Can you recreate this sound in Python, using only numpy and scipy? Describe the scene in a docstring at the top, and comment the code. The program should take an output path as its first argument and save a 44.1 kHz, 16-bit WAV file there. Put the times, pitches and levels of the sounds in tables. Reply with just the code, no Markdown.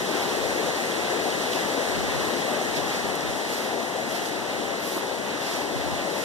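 """A swollen river roars over rapids on the left, heard from a handheld camera carried along the bank.
White water churns, big waves fold over trapped air, and bubbles fizz and ring close to the bank.
Grass swishes against each shoe, some footfalls thud and a few dry stems snap. Close to the microphone
come a few short knocks, and a breeze rumbles in its two ports. The camera widens its stereo
by subtracting a delayed share of each port from the other, which hollows the sound."""
import sys
import numpy as np
from scipy import signal
from scipy.fft import rfft, irfft
from scipy.io import wavfile

SR = 44100
rng = np.random.default_rng(int(sys.argv[2]) if len(sys.argv) > 2 else 0)


def log_audio(samples):
    """Write samples as a 16-bit WAV file to the path given in sys.argv[1]."""
    # one column per channel
    frames = np.atleast_2d(samples).T
    # limit to full scale, then quantise
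    limited = np.clip(frames, -1, 1)
    pcm = np.round(limited * 32767).astype(np.int16)
    wavfile.write(sys.argv[1], SR, pcm)


N = 275184
TIME = np.arange(N) / SR
HZ = np.maximum(np.arange(N // 2 + 1) * SR / N, 1)
NEAR_LAG_MS, FAR_LAG_MS = 0.406, 0.32   # lead of the left port for the two ends of the rapids


def from_db(db):
    """Decibels to gain."""
    return 10 ** (np.asarray(db) / 20)


def gain_curve(points):
    """Gain at every frequency from rows of f/Hz, level/dB, joined on a log-frequency axis."""
    hz, db = np.transpose(points)
    return from_db(np.interp(np.log(HZ), np.log(hz), db))


def noise(spectrum, channels=2):
    """Unrelated noises with the given dB per Hz."""
    white = rng.standard_normal((channels, N))
    return irfft(rfft(white) * gain_curve(spectrum) * np.sqrt(SR / 2), N)


def noise_band(hz, octaves):
    """Noise of unit RMS in a bell around one pitch."""
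    bell = np.exp(-(np.log2(HZ / hz) / octaves) ** 2 / 2)
    band = irfft(rfft(rng.standard_normal(N)) * bell, N)
    return band / np.std(band)


def drift(per_s):
    """A random wander of spread about 1, with per_s new values a second."""
    knots = np.arange(0, TIME[-1] + 2 / per_s, 1 / per_s)
    return np.interp(TIME, knots, rng.standard_normal(len(knots)))


def from_left(x, lag_ms):
    """A sound reaches the left port first and the right one a moment later."""
    return np.array([x, irfft(rfft(x) * np.exp(-2j * np.pi * HZ * lag_ms / 1000), N)])


def churn(x, surge_db, flicker_db, flicker_per_s):
    """Waves pile up and break: all octaves surge together and each one flickers by itself."""
    spectrum, surge, out = rfft(x), drift(7.3), 0
    octave = np.clip(np.log2(HZ / 125), 0, 6)
    for k in range(7):
        band = irfft(spectrum * np.maximum(1 - abs(octave - k), 0), N)
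        out += band * from_db(surge_db * surge + flicker_db * drift(flicker_per_s))
    return out


# White water, straight from the rapids on the left: f/Hz, level/dB per Hz
RAPIDS_SPECTRUM = [(30, -100), (80, -67), (160, -62), (250, -57.5), (420, -56.5), (700, -61.5),
                   (1000, -65.5), (1400, -71.5), (2000, -68.5), (2800, -86.5), (4000, -86.5), (6000, -77.5),
                   (10000, -85), (14000, -95)]
def rapids(count=4):
    """Patches of white water at different bearings, each churning on its own."""
    patches = noise(RAPIDS_SPECTRUM, channels=count) / np.sqrt(count)
    out = 0
    for patch, lag_ms in zip(patches, np.linspace(FAR_LAG_MS, NEAR_LAG_MS, count)):
        out += from_left(churn(patch, surge_db=0.5, flicker_db=1.85, flicker_per_s=26), lag_ms)
    return out


# Wash from all round, off the trees and the far riffles: f/Hz, level/dB per Hz
WASH_SPECTRUM = [(30, -108), (90, -86), (160, -65), (250, -73), (450, -67), (1000, -69), (1900, -69.5),
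                 (2700, -72), (3500, -72), (4100, -72), (5500, -79.5), (8000, -84.5), (14000, -91)]
def wash(port_span_ms=0.49):
    """Sound from all sides is alike at both ports only where its wavelength is long."""
    mid, side = rfft(churn(noise(WASH_SPECTRUM), surge_db=0.2, flicker_db=1.0, flicker_per_s=18))
    alike = np.sinc(2 * HZ * port_span_ms / 1000)
    return irfft(mid * np.sqrt((1 + alike) / 2) + side * np.sqrt((1 - alike) / 2) * [[1], [-1]], N)


def bubbles(per_s=380, level_db=-42.5, spread_db=4.0, t60_cycles=110, tilt=0.24, pitches=28):
    """Bubbles close to the bank ring as they form, the small ones higher and fainter."""
    fizz = np.zeros(N)
    for hz in np.geomspace(700, 7000, pitches) * np.exp(rng.normal(0, 0.042, pitches)):
        births = np.flatnonzero(rng.random(N) < per_s / pitches / SR)
        strengths = from_db(spread_db * np.minimum(rng.exponential(1, len(births)), 4))
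        kicks = np.full(N, 1e-18)
        kicks[births] = strengths * rng.choice([-1, 1], len(births))
        decay = from_db(-60 * hz / (t60_cycles * SR))   # per sample
        feedback = decay * np.cos(2 * np.pi * hz / SR)
        fizz += signal.lfilter([1, -feedback], [1, -2 * feedback, decay ** 2], kicks) / hz ** tilt
    return from_left(from_db(level_db) * fizz / np.std(fizz), FAR_LAG_MS)


def river(split_hz=1000, dip_hz=430, dip_width_hz=130, away_s=3.33, back_s=6.37, turn_takes_s=1.8):
    """The whole rush; it dims as the camera turns to the bank, the hiss more than the roar."""
    water = rapids() + wash() + bubbles()
    spectrum = rfft(water)
    roar = irfft(spectrum / (1 + (HZ / split_hz) ** 2), N)
    hiss = water - roar
    # the low roar around dip_hz slowly thins as the camera moves along the bank
    dip_band = irfft(spectrum * np.exp(-((HZ - dip_hz) / dip_width_hz) ** 2), N)
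    roar += dip_band * (from_db(-0.5 - 0.36 * TIME) - 1)
    # 0 facing the water, 1 facing the bank
    turned = np.clip(.5 + np.minimum(TIME - away_s, back_s - TIME) / turn_takes_s, 0, 1)
    return roar * from_db(0.5 - 1.5 * turned) + hiss * from_db(0.64 - 3.5 * turned)


# Wind rumble right on the microphone, for a puff of 0 dB: f/Hz, level/dB per Hz
WIND_SPECTRUM = [(12, -60), (25, -25), (48, -17), (70, -12.5), (110, -20.5), (150, -30), (260, -23),
                 (600, -74)]
# Puffs of breeze across the ports: t/s at the height, length/s, level/dB
PUFFS = [(.45, .26, -48), (1.63, 0.092, -51), (2.1, 0.36, -47), (2.87, 0.33, -51), (3.27, 0.14, -49),
         (4.35, .5, -58), (5.95, 0.32, -52)]
def breeze(air_db=-58.5, fade_db_per_s=0.4, eddy_db=3.5, eddies_per_s=8.1):
    """Air stirs faintly from the start and puffs swell over it; eddies rumble at each port."""
    power = from_db(air_db - fade_db_per_s * TIME) ** 2
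    for s, length, db in PUFFS:
        power += from_db(db) ** 2 * np.exp(-(2 * (TIME - s) / length) ** 2)
    return noise(WIND_SPECTRUM) * np.sqrt(power) * from_db(eddy_db * drift(eddies_per_s))


# Big waves out in the rapids, to the left: t/s at the height, length/s, f/Hz, level/dB
BIG_WAVES = [(.15, 0.34, 170, -42), (.25, .5, 420, -35.5), (.61, 0.037, 412, -29.5), (1.2, 0.23, 420, -34),
             (1.278, 0.11, 570, -36.5), (1.5, 0.072, 400, -31), (2.49, .2, 654, -37),
             (2.827, .2, 680, -37.5), (2.9, 0.86, 160, -47), (3.5, 0.97, 745, -42.5), (5.083, .2, 450, -38),
             (5.966, 0.36, 680, -39)]
def breakers():
    """A big wave folds over: its air pockets swell the roar around one pitch."""
    out = 0
    for s, length, hz, db in BIG_WAVES:
        swell = np.exp(-(2 * (TIME - s) / length) ** 2 / 2)
        out += from_db(db) * noise_band(hz, octaves=0.31) * swell
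    return from_left(out, FAR_LAG_MS)


# Tips of grass blades at the shoe, below the camera: f/Hz, level/dB per Hz
TIP_SPECTRUM = [(1000, -105), (4000, -97), (7000, -92), (11000, -85), (14000, -88.5)]
def blade_tips(per_s=2200, spread_db=1.5):
    """Countless blade tips click against a shoe, a few harder than the rest."""
    strengths = from_db(spread_db * np.minimum(rng.exponential(1, (2, N)), 4))
    signs = rng.choice([-1, 1], (2, N))
    clicks = strengths * signs * (rng.random((2, N)) < per_s / SR)
    return irfft(rfft(clicks / np.std(clicks)) * gain_curve(TIP_SPECTRUM) * np.sqrt(SR / 2), N)


# Stalks dragging along the shoe: f/Hz, level/dB per Hz
STALK_SPECTRUM = [(300, -109), (1200, -73.5), (3500, -73.5), (5300, -73.5), (7000, -78.5), (14000, -100)]
# Strides along the grassy bank, below the camera:
# t/s at the middle, length/s, flatness (2 swells and fades, 6 holds), stalk level/dB, tip level/dB
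STRIDES = [(.23, 0.21, 2.5, -2.5, 0), (.85, .2, 2, -13, -9), (1.48, 0.35, 3, -5, -4),
           (2.24, .12, 2, -10, -1), (2.772, 0.052, 2, 0.5, -1), (2.905, 0.11, 3, 0, 1),
           (3.59, .18, 2.3, -3, 1), (4.195, .19, 6, -4, 0), (4.905, 0.19, 5, -6, 2.6),
           (5.515, .175, 2.8, 1, 2.5), (6.213, 0.11, 2, -2.5, 1)]
def steps(grain_db=1.7, tuft_db=2.1):
    """Each stride sweeps a shoe through tufts of stalks and blade tips: a soft, grainy swish."""
    stalks, tips, out = noise(STALK_SPECTRUM), blade_tips(), 0
    for s, length, flatness, stalks_db, tips_db in STRIDES:
        sweep = np.exp(-abs(2 * (TIME - s) / length) ** flatness / 2)
        out += sweep * (stalks * from_db(stalks_db) + tips * from_db(tips_db))
    return out * from_db(grain_db * drift(250) + tuft_db * drift(30))


# Single bubbles near the bank, to the left: t/s, level/dB, f/Hz, t60/s
SINGLE_BUBBLES = [(1.533, -21.5, 3550, .006), (1.791, -17.5, 470, 0.026), (3.056, -17.5, 483, .02),
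                  (3.2083, -22, 5500, .005)]
def plinks():
    """A few single bubbles ring out above the rush, each a dying sine."""
    out = 0
    for s, db, hz, t60 in SINGLE_BUBBLES:
        age = np.clip(TIME - s, 0, 2 * t60)
        out += np.sin(2 * np.pi * hz * age) * from_db(db - 60 * age / t60)
    return from_left(out, FAR_LAG_MS)


# Three dull footfalls on the bank, then a few short knocks close to the microphone:
# t/s, level/dB, f/Hz, t60/s, left over right/dB
THUDS = [(2.17, -23, 135, 0.089, -12), (2.52, -28, 140, .07, -8), (2.77, -23, 150, .08, -6),
         (4.965, -20, 354, 0.043, 3), (4.978, -24, 990, 0.012, 6), (5.755, -19, 120, 0.073, -21),
         (5.795, -20, 72, .08, -21)]
def thuds():
    """Each footfall or knock rings briefly at one pitch, most of them louder on the right."""
    out = np.zeros((2, N))
    for s, db, hz, t60, left_db in THUDS:
        age = np.clip(TIME - s, 0, 2 * t60)
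        contact = 1 - np.exp(-2 * hz * age)   # a soft blow builds over half a cycle
        ring = np.sin(2 * np.pi * hz * age) * from_db(-60 * age / t60)
        out += contact * ring * from_db([[db + left_db], [db]])
    return out


# Dry stems underfoot, right of centre: t/s, level/dB, f/Hz, left over right/dB
DRY_STEMS = [(3.1542, -26, 9800, -8), (3.162, -32, 9600, -9), (4.889, -33, 8350, -2),
             (4.963, -35, 11500, -2), (4.9725, -28, 6000, -1)]
def snaps(t60_s=0.0059):
    """A dry stem breaks: its fibres give way in one short, crisp burst."""
    out = np.zeros((2, N))
    for s, db, hz, left_db in DRY_STEMS:
        burst = (TIME >= s) * from_db(-60 * np.clip((TIME - s) / t60_s, 0, 10))
        out += noise_band(hz, octaves=0.49) * burst * from_db([[db + left_db], [db]])
    return out


def scene():
    """The riverbank as it reaches the two microphone ports."""
    return river() + breeze() + breakers() + steps() + plinks() + thuds() + snaps()


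# Share of each port that the camera subtracts from the other: f/Hz, level/dB
WIDENING_SHARE = [(200, -1.5), (1100, -1.9), (2100, -.3), (2400, -.3), (3400, -2.4), (4550, -6.3),
                  (6000, -15), (9000, -26.5), (14000, -36)]
# The camera's right channel against its left: f/Hz, level/dB
RIGHT_BALANCE = [(70, -1), (220, 5), (500, 3), (1000, 1), (2000, 0), (2600, 0), (6000, 2.1), (12000, 3.1)]
def record(dry, delay_ms=0.442, cutoff_hz=14300):
    """Each channel loses a delayed, dulled share of the other port; then the top is cut."""
    ports = rfft(dry)
    crossfeed = gain_curve(WIDENING_SHARE) * np.exp(-2j * np.pi * HZ * delay_ms / 1000)
    left, right = ports - crossfeed * ports[::-1]
    low_pass = 1 / np.sqrt(1 + (HZ / cutoff_hz) ** 400)
    return irfft(np.array([left, right * gain_curve(RIGHT_BALANCE)]) * low_pass, N)


dry = scene()
out = record(dry)
log_audio(out)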